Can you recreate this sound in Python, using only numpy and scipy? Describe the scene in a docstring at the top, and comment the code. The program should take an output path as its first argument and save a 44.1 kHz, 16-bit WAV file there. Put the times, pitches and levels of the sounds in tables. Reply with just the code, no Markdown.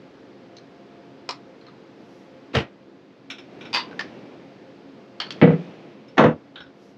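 """Steps and hatch in a sailboat cabin

One microphone inside a small wooden cabin, at close quarters. Someone climbs the companionway and works
the hatch overhead: steps tick, a board knocks, the latch clicks and rattles, and the sliding hatch bangs
twice against its stops. Every blow dies quickly in the cramped space, over a soft hollow drone that
the recorder's gain control turns down after each thump."""
import sys
import numpy as np
from scipy import signal
from scipy.fft import rfft, irfft, next_fast_len
from scipy.io import wavfile
from scipy.ndimage import uniform_filter1d, minimum_filter1d

SR = 44100
rng = np.random.default_rng(int(sys.argv[2]) if len(sys.argv) > 2 else 0)


def waveform_to_disk(signal):
    """Save audio, clipped to [-1, 1], as 16-bit WAV at the path in sys.argv[1]."""
    frames = np.transpose(np.atleast_2d(signal))
    scaled = np.clip(frames, -1, 1) * 32767
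    samples = np.round(scaled).astype(np.int16)
    wavfile.write(sys.argv[1], SR, samples)


N = 307377
BLOW_S = .4   # length of one blow with its reflections

# spectrum of the board, scuffed or knocked: (frequency [Hz], level [dB])
BOARD_SPECTRUM = [(25, -31), (55, -20), (80, -7.5), (135, 4.5), (180, -3), (300, 0.5), (450, -4.5),
                  (750, -10), (950, -17.5), (1400, -15.5), (2900, -21.5), (4200, -32), (6000, -42.5),
                  (9500, -67), (13500, -73)]


def from_db(db):
    """Decibels to gain."""
    return 10 ** (np.asarray(db) / 20)


def unit_power(x):
    """Scale to a mean square of one."""
    return x / np.sqrt(np.mean(x ** 2) + 1e-20)


def at_level(sound, db):
    """Give a blow the energy of 30 ms at this level."""
    return from_db(db) * unit_power(sound) * np.sqrt(.03 / BLOW_S)


def at_hz(points, hz):
    """Read a table on a log-frequency axis."""
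    frequencies, values = np.array(points).T
    return np.interp(np.log(hz + 1e-3), np.log(frequencies), values)


def add(track, s, sound):
    """Mix a sound in from time s."""
    start = round(s * SR)
    track[start:start + len(sound)] += sound[:N - start]


def low_cut(x, edge_hz, order=2):
    """Roll off the bass below the edge."""
    return signal.sosfilt(signal.butter(order, edge_hz, "high", fs=SR, output="sos"), x)


def coloured(x, spectrum, rings=(), tilt=0):
    """Filter by a body's smooth spectrum, a tilt in dB per octave and resonances that stand out."""
    size = 2 * next_fast_len(len(x) // 2 + 1)
    hz = np.arange(size // 2 + 1) * SR / size
    db = at_hz(spectrum, hz) + tilt * np.log2(np.clip(hz, 100, 6000) / 1000)
    for centre, width, lift in rings:
        db = db + lift / (1 + ((hz - centre) / width) ** 2)
    # minimum phase, so nothing rings before it is struck
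    cepstrum = irfft(np.log(from_db(db)))
    cepstrum[1:size // 2] *= 2
    cepstrum[size // 2 + 1:] = 0
    return irfft(rfft(x, size) * np.exp(rfft(cepstrum)))[:len(x)]


def noise(spectrum, rings=(), tilt=0):
    """Steady unit-power noise through a body's spectrum and resonances."""
    return unit_power(coloured(rng.standard_normal(N), spectrum, rings, tilt))


def reflections():
    """Random reflections from one spot to the microphone, rippled by small resonances of the joinery."""
    spacing_hz = 69.8
    size = round(BLOW_S * SR)
    hz = np.arange(size // 2 + 1) / BLOW_S
    ripple = np.interp(hz / spacing_hz, np.arange(400), np.clip(rng.standard_normal(400), -2, 2))
    ripple_db = 2.5 * ripple * hz / (hz + 800)
    return irfft(rfft(rng.standard_normal(size)) * from_db(ripple_db), size)


def nearby(path, share=.65):
    """Repeated blows on one object have a share of their reflections in common."""
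    return np.sqrt(share) * path + np.sqrt(1 - share) * reflections()


def impact(path, crack_db, crack_s, echo_db, decay_scale):
    """A blow at the microphone: the direct crack, a near wall's echo, then dense dying reflections."""
    # the cabin's decay, before decay_scale: (frequency [Hz], t60 [s])
    cabin_decay = [(60, 0.15), (200, 0.16), (600, 0.22), (2000, 0.2), (5000, .17), (12000, 0.13)]
    t = np.arange(len(path)) / SR
    hz = np.arange(len(t) // 2 + 1) * SR / len(t)
    since_echo = t - .0175
    crack = from_db(crack_db) * np.exp(-(t / crack_s) ** 2)
    echo = from_db(echo_db) * (since_echo > 0) * np.exp(-(since_echo / crack_s) ** 2)
    path_spectrum, out = rfft(path), 0
    edges = np.r_[20, np.geomspace(120, 15000, 12)]
    for low, high in zip(edges, edges[1:]):
        band = irfft(path_spectrum * (hz >= low) * (hz < high), len(t))
        t60 = decay_scale * at_hz(cabin_decay, np.sqrt(low * high))
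        envelope = crack + echo + from_db(-60 * t / t60)
        out = out + np.sqrt(high - low) * unit_power(band * envelope)
    return out * (1 - np.exp(-t / .00047))


def struck(touches, spectrum, rings, high_hz, width_hz, crack_db, decay_scale):
    """A small part touches and rings briefly; each touch sets the strength of its high ring."""
    out, path = np.zeros(N), reflections()
    for s, db, lift_db, tilt in touches:
        hit = impact(nearby(path), crack_db, crack_s=.0032, echo_db=-21, decay_scale=decay_scale)
        ringing = coloured(hit, spectrum, rings + [(high_hz, width_hz, lift_db)], tilt)
        add(out, s, at_level(ringing, db))
    return out


def rebounds(blows, dulling, count):
    """Each blow becomes an even run of hits, each weaker and duller by `dulling` dB per octave."""
    return [(s + k * gap_s, db - k * loss_db, tilt - k * dulling)
            for s, db, tilt, gap_s, loss_db in blows for k in range(count)]


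def panel(blows, spectrum, modes, modes_db, noise_db, decay_scale):
    """A heavy panel strikes and rebounds in step with its bending modes, so every blow feeds them."""
    # the thud gives way to the modes in the bass: (frequency [Hz], gain [dB])
    room_for_modes = [(100, -1), (160, -6), (600, -5), (2500, 0)]
    out, path = np.zeros(N), reflections()
    t = np.arange(len(path)) / SR
    onset = 1 - np.exp(-(t / .004) ** 2)
    first_s = blows[0][0]
    for s, db, tilt in blows:
        hit = impact(nearby(path), crack_db=-6.5, crack_s=.0043, echo_db=-18.5, decay_scale=decay_scale)
        thud = at_level(coloured(hit, spectrum, tilt=tilt), noise_db)
        sound = coloured(thud, room_for_modes)
        for k, (hz, mode_db, t60) in enumerate(modes):
            swing = np.sin(2 * np.pi * hz * (t + s - first_s)) * from_db(-60 * t / t60) * onset
            sound = sound + (-1) ** k * from_db(modes_db + mode_db + tilt * np.log2(hz / 600)) * swing
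        add(out, s, from_db(db) * sound)
    return out


def drone():
    """Room tone: the steady, hollow background noise of the boat."""
    # broad shape of the drone: (frequency [Hz], level [dB])
    spectrum = [(25, -60), (64, -22), (102, -15), (130, -12), (200, -3.5), (300, -6.5), (370, -3),
                (510, -8), (740, -14), (950, -16.5), (2400, -23), (4800, -30.5), (6100, -38), (8000, -49.5),
                (9400, -65.5), (11200, -53), (14000, -68)]
    # its hollow resonances: (frequency [Hz], width [Hz], lift [dB])
    rings = [(130.5, 8.5, 10), (198.3, 4.3, 7), (275.8, 11.6, 11.5), (339, 8.2, 8), (451, 1.5, 11),
             (527.7, 7.6, 10), (692, 3.1, 15.5), (850, 3.2, 11), (1695, 5.8, 3.5), (4850, 130, 1)]
    return from_db(-46.4) * noise(spectrum, rings)


def woodwork_clicks():
    """Steps and hatch frame click drily, each spot with two rings of its own."""
    # clicks: (time [s], level [dB], main ring [Hz], second ring [Hz], its lift [dB], tilt [dB/octave])
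    clicks = [(0.567, -49.5, 6140, 4170, 12, 4.5), (1.611, -58.5, 1300, 4160, 18, -1.5),
              (1.666, -50.5, 1240, 4170, 18, -3.5), (3.911, -45, 1535, 4100, 7, -6.5),
              (3.9924, -27.5, 1796, 4900, 2.5, -.5), (5.2007, -27, 3100, 4430, 12.5, -1),
              (5.2665, -45, 1300, 4500, 23, -5), (5.3054, -34.8, 3200, 4460, 8, 2.3)]
    # the woodwork's spectrum: (frequency [Hz], level [dB])
    spectrum = [(100, -25.5), (400, -15), (800, -1), (1500, 3.5), (2800, 0.5), (5200, -4.5), (6100, -13.5),
                (7300, -22), (8500, -39), (9400, -38), (10600, -30), (13000, -66)]
    out, main_lift_db = np.zeros(N), 12
    for s, db, main_hz, second_hz, second_lift_db, tilt in clicks:
        hit = impact(reflections(), crack_db=5, crack_s=.003, echo_db=-2.5, decay_scale=1)
        rings = [(main_hz, .055 * main_hz, main_lift_db), (second_hz, .058 * second_hz, second_lift_db)]
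        add(out, s, at_level(coloured(hit, spectrum, rings, tilt), db))
    return out


def tread():
    """A companionway tread snaps under the foot, with a quick echo off the near wall."""
    # the snap and, last, its echo: (time [s], level [dB], high ring lift [dB], tilt [dB/octave])
    snap_and_echo = [(1.2898, -29.5, 3, 1.5), (1.2922, -39, 12, 0.5), (1.3078, -37.5, 8, 4.5)]
    # the tread's spectrum: (frequency [Hz], level [dB])
    spectrum = [(100, -30), (500, 4), (1100, 3.5), (1400, -8), (1700, -4), (2100, -0.5), (3200, -8),
                (5000, -2), (6200, -17), (8600, -30), (9400, -50), (10400, -47), (13000, -60)]
    # its resonances: (frequency [Hz], width [Hz], lift [dB])
    rings = [(1035, 73, 9), (1280, 100, 9), (2430, 140, 2.5), (4120, 130, 9), (7100, 140, 12)]
    return struck(snap_and_echo, spectrum, rings, high_hz=5300, width_hz=150, crack_db=6, decay_scale=.82)


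def rustle():
    """Clothes and a bag brush faintly in short soft swells."""
    # swells: (peak time [s], level [dB], half length [s], tilt [dB/octave])
    swells = [(2.15, -71, .14, 6), (6.86, -64.5, .08, -1)]
    # the fabric's spectrum: (frequency [Hz], level [dB])
    spectrum = [(1000, -14), (3000, -7), (5600, 4), (9000, -19), (11500, -12), (14000, -32)]
    t, out = np.arange(N) / SR, 0
    for s, db, half_s, tilt in swells:
        out = out + from_db(db) * np.exp(-((t - s) / half_s) ** 2) * noise(spectrum, tilt=tilt)
    return out


def board_scuff():
    """A board takes hold and rubs harder and harder until it seats."""
    seat_s, rise_s, fall_db_per_s = 2.553, .024, 1700
    age = np.arange(N) / SR - seat_s
    pressure = np.clip(1 + age / rise_s, 0, 1) ** 1.5
    release = from_db(-fall_db_per_s * np.maximum(age, 0))
    return from_db(-21) * pressure * release * noise(BOARD_SPECTRUM, tilt=2.6)


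def board_knock():
    """The board knocks home in two runs of rebounds."""
    # knocks: (time [s], level [dB], tilt [dB/octave], rebound gap [s], loss per rebound [dB])
    knocks = [(2.5510, -18.8, 2.3, .0174, 3.8), (2.559, -20.5, -1.5, .009, 3.5)]
    # the board's bending modes: (frequency [Hz], level [dB], t60 [s])
    modes = [(81, -5.5, 0.11), (136.2, 1, 0.095), (198.5, -9, 0.12), (245, -6.5, 0.11), (307, -8, 0.098),
             (458, -22, 0.11), (770, -9, 0.074), (1400, -20, 0.12), (1890, -16, 0.17)]
    hits = rebounds(knocks, dulling=.1, count=4)
    return panel(hits, BOARD_SPECTRUM, modes, modes_db=-3, noise_db=2.6, decay_scale=.85)


def hatch_slide():
    """Pushed overhead, the hatch gathers speed, runs and slows by friction; rumble and hiss follow."""
    # pushes: (start [s], time at full speed [s], rumble level [dB], hiss level [dB])
    pushes = [(3.29, 0.47, -42.5, -55), (5.15, .13, -38.5, -49.5)]
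    # rumble of the moving hatch: (frequency [Hz], level [dB])
    rumble_spectrum = [(50, -30.5), (130, -5.5), (280, -3), (500, -8.5), (900, -18.5), (2000, -37),
                       (8000, -64)]
    # hiss of its rubbing: (frequency [Hz], level [dB])
    hiss_spectrum = [(200, -21), (800, -6.5), (2400, -1), (4000, -10.5), (6000, -19), (9000, -42.5),
                     (14000, -56)]
    rise_s, coast_db_per_s = .37, 19
    t, rumble_gain, hiss_gain = np.arange(N) / SR, 0, 0
    for s, run_s, rumble_db, hiss_db in pushes:
        coasting_s = np.maximum(t - s - rise_s - run_s, 0)
        speed = np.clip((t - s) / rise_s, 0, 1) * from_db(-coast_db_per_s * coasting_s)
        rumble_gain = rumble_gain + from_db(rumble_db) * speed
        hiss_gain = hiss_gain + from_db(hiss_db) * speed ** 1.15
    return rumble_gain * noise(rumble_spectrum) + hiss_gain * noise(hiss_spectrum)


def latch():
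    """The latch ticks lightly and its spring rings."""
    # ticks: (time [s], level [dB], spring ring lift [dB], tilt [dB/octave])
    ticks = [(3.3005, -32.5, 10, 0.5), (3.309, -39.5, 9, -2), (3.383, -43.5, 16, -1.5), (3.609, -43, 3, -3),
             (3.652, -43, 16, -4.5), (6.081, -55, 22, 5)]
    # the latch's spectrum: (frequency [Hz], level [dB])
    spectrum = [(300, -16), (900, -3), (1500, -6), (4000, -1.5), (4650, -23), (5600, -5.5), (7500, -22.5),
                (9200, -40), (10500, -27), (12000, -34), (14000, -64)]
    # its resonances: (frequency [Hz], width [Hz], lift [dB])
    rings = [(1470, 99, 10), (2400, 250, 12), (3410, 430, 9), (3710, 310, 1)]
    return struck(ticks, spectrum, rings, high_hz=5320, width_hz=170, crack_db=-18, decay_scale=.96)


def bolt():
    """The bolt rattles through its guide: uneven touches swell quickly, then die away and grow duller."""
    # the bolt's spectrum: (frequency [Hz], level [dB])
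    spectrum = [(120, -46), (400, -14), (1000, -1), (2000, -4.5), (3500, -1), (5000, -3), (6500, -13.5),
                (9500, -37), (11500, -29.5), (12800, -40), (14500, -71)]
    # its resonances: (frequency [Hz], width [Hz], lift [dB])
    rings = [(1010, 98, 14), (1775, 100, 10), (2040, 69, 11), (2530, 110, 10.5), (2900, 93, 9.5),
             (3610, 130, 7.5)]
    start_s, gap_s, count = 3.730, .008, 9
    peak_db, rise_db, rise_s, fall_db_per_s = -22.5, 10, .016, 330
    spring_db, tilt_per_s = 17, -65
    ages = gap_s * (np.arange(count) + rng.uniform(-.151, .1484, count))
    swell_db = -rise_db * np.maximum(1 - ages / rise_s, 0)
    levels_db = peak_db + swell_db - fall_db_per_s * np.maximum(ages - rise_s, 0)
    touches = [(start_s + age, db, spring_db, tilt_per_s * age) for age, db in zip(ages, levels_db)]
    return struck(touches, spectrum, rings, high_hz=4670, width_hz=190, crack_db=2, decay_scale=1.04)


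def hatch_open():
    """The hatch grazes its open stop, hits it and falls back."""
    # blows: (time [s], level [dB], tilt [dB/octave], rebound gap [s], loss per rebound [dB])
    blows = [(5.4142, -16.5, 5.5, .012, 14), (5.4225, -6.5, 0, .0152, 7.5), (5.4735, -11.5, -.3, .0295, 5)]
    # thud against the stop: (frequency [Hz], level [dB])
    spectrum = [(25, -64), (55, -42), (90, -21.5), (160, -1.5), (240, -2), (400, -8.5), (520, -9.5),
                (700, -18.5), (1000, -28.5), (2000, -31), (2800, -40.5), (4100, -56.5), (5000, -70),
                (7000, -93), (12000, -100)]
    # the open hatch's bending modes: (frequency [Hz], level [dB], t60 [s])
    modes = [(158.8, 0.5, 0.25), (177.1, -6, 0.36), (237.8, 1, 0.099), (269.4, -3.5, 0.14),
             (406, -10.5, 0.17), (474.5, 3, 0.11), (497, -12.5, 0.19), (614, -17, 0.21), (719, -17, 0.14),
             (800, -27, 0.19), (1980, -16, 0.091), (2650, -25, 0.094)]
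    hits = rebounds(blows, dulling=.1, count=3)
    return panel(hits, spectrum, modes, modes_db=-2.5, noise_db=1.5, decay_scale=1)


def hatch_slam():
    """The hatch slams with a few rebounds, and its ringing is cut off quickly at the end."""
    # blows: (time [s], level [dB], tilt [dB/octave], rebound gap [s], loss per rebound [dB])
    blows = [(6.1715, -28, 2, .012, 14), (6.1790, -8.2, 1.6, .0145, 3), (6.2385, -8.8, -.9, .0255, 6)]
    # thud of the slam: (frequency [Hz], level [dB])
    spectrum = [(25, -63.5), (55, -37), (85, -14), (120, -7), (160, -4.5), (290, -1), (365, -10), (520, -5),
                (720, -11.5), (1200, -16), (2600, -30), (3600, -38), (4600, -50.5), (6500, -55.5),
                (8500, -83), (13000, -82)]
    # the slammed hatch's bending modes: (frequency [Hz], level [dB], t60 [s])
    modes = [(95, -15, 0.19), (157.1, -4.5, 0.19), (233.5, -8.5, 0.26), (288.3, -9.5, 0.2),
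             (311, -2.5, 0.16), (440, -3, 0.14), (495, 4.5, 0.13), (576, -12, 0.24), (652, -9, 0.14),
             (890, -11, 0.14), (990, -12.5, .18), (1130, -18, 0.18), (1380, -23, 0.24), (1552, -11.5, 0.09),
             (1750, -10, 0.1), (2140, -21, 0.097), (2622, -33, .16)]
    fade_start_s, fade_db_per_s = 6.31, 144
    hits = rebounds(blows, dulling=.6, count=4)
    bang = panel(hits, spectrum, modes, modes_db=-4, noise_db=4.5, decay_scale=.88)
    fading_s = np.clip(np.arange(N) / SR - fade_start_s, 0, .5)
    return bang * from_db(-fade_db_per_s * fading_s)


def loose_catch():
    """A loose catch jiggles after the bang and its spring rings."""
    # jiggles: (time [s], level [dB], spring ring lift [dB], tilt [dB/octave])
    jiggles = [(6.5572, -37.5, -6, 0), (6.578, -43, 3, -1), (6.6036, -38, 26, -3.5),
               (6.662, -49.5, 30, -5.5)]
    # the catch's spectrum: (frequency [Hz], level [dB])
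    spectrum = [(300, -5.5), (1000, -5), (2000, -8.5), (3100, -2.5), (4100, -3.5), (4700, -20.5),
                (6600, -26), (9000, -52), (14000, -65)]
    # its resonances: (frequency [Hz], width [Hz], lift [dB])
    rings = [(1514, 145, 19.5), (3350, 340, 9), (3800, 150, 8)]
    return struck(jiggles, spectrum, rings, high_hz=5370, width_hz=230, crack_db=-9, decay_scale=.82)


def gain_control(x):
    """The recorder turns down when the bass grows loud, stays down a while and creeps back."""
    threshold_db, depth_db, attack_s, release_db_per_s = -28, 3.5, .078, 11.5
    bass = signal.sosfilt(signal.butter(2, 500, fs=SR, output="sos"), x)
    level_db = 10 * np.log10(np.abs(uniform_filter1d(bass ** 2, size=1300)) + 1e-12)
    recovery_db = release_db_per_s * np.arange(N) / SR
    held_db = np.maximum.accumulate(level_db + recovery_db, axis=-1) - recovery_db
    cut_db = np.clip(held_db - threshold_db, 0, depth_db)
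    pole = np.exp(-1 / (attack_s * SR))
    return x * from_db(-signal.lfilter([1 - pole], [1, -pole], cut_db))


def scene():
    """All sources at one microphone in the cabin; bodies of limited size radiate no deep bass."""
    small_parts = tread() + latch() + loose_catch() + bolt()
    knock = board_knock()
    bangs = low_cut(hatch_open() + hatch_slam(), edge_hz=90)
    light_sounds = low_cut(small_parts + woodwork_clicks() + hatch_slide() + rustle(), edge_hz=112)
    scuff = low_cut(board_scuff(), edge_hz=260)
    return (light_sounds + scuff + knock + bangs + drone())[None]


def record(dry):
    """The recorder: gain control, a fast limiter at full scale, and cuts of the deepest bass and top."""
    levelled = gain_control(dry)
    allowed_gain = 1 / np.maximum(abs(levelled), 1)
    limiter_gain = uniform_filter1d(minimum_filter1d(allowed_gain, size=160), size=160)
    limited = low_cut(levelled * limiter_gain, edge_hz=25, order=1)
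    top_cut = signal.cheby2(12, 60, 14500, fs=SR, output="sos")
    return signal.sosfilt(top_cut, np.clip(limited, -1, 1))


dry = scene()
out = record(dry)
waveform_to_disk(out)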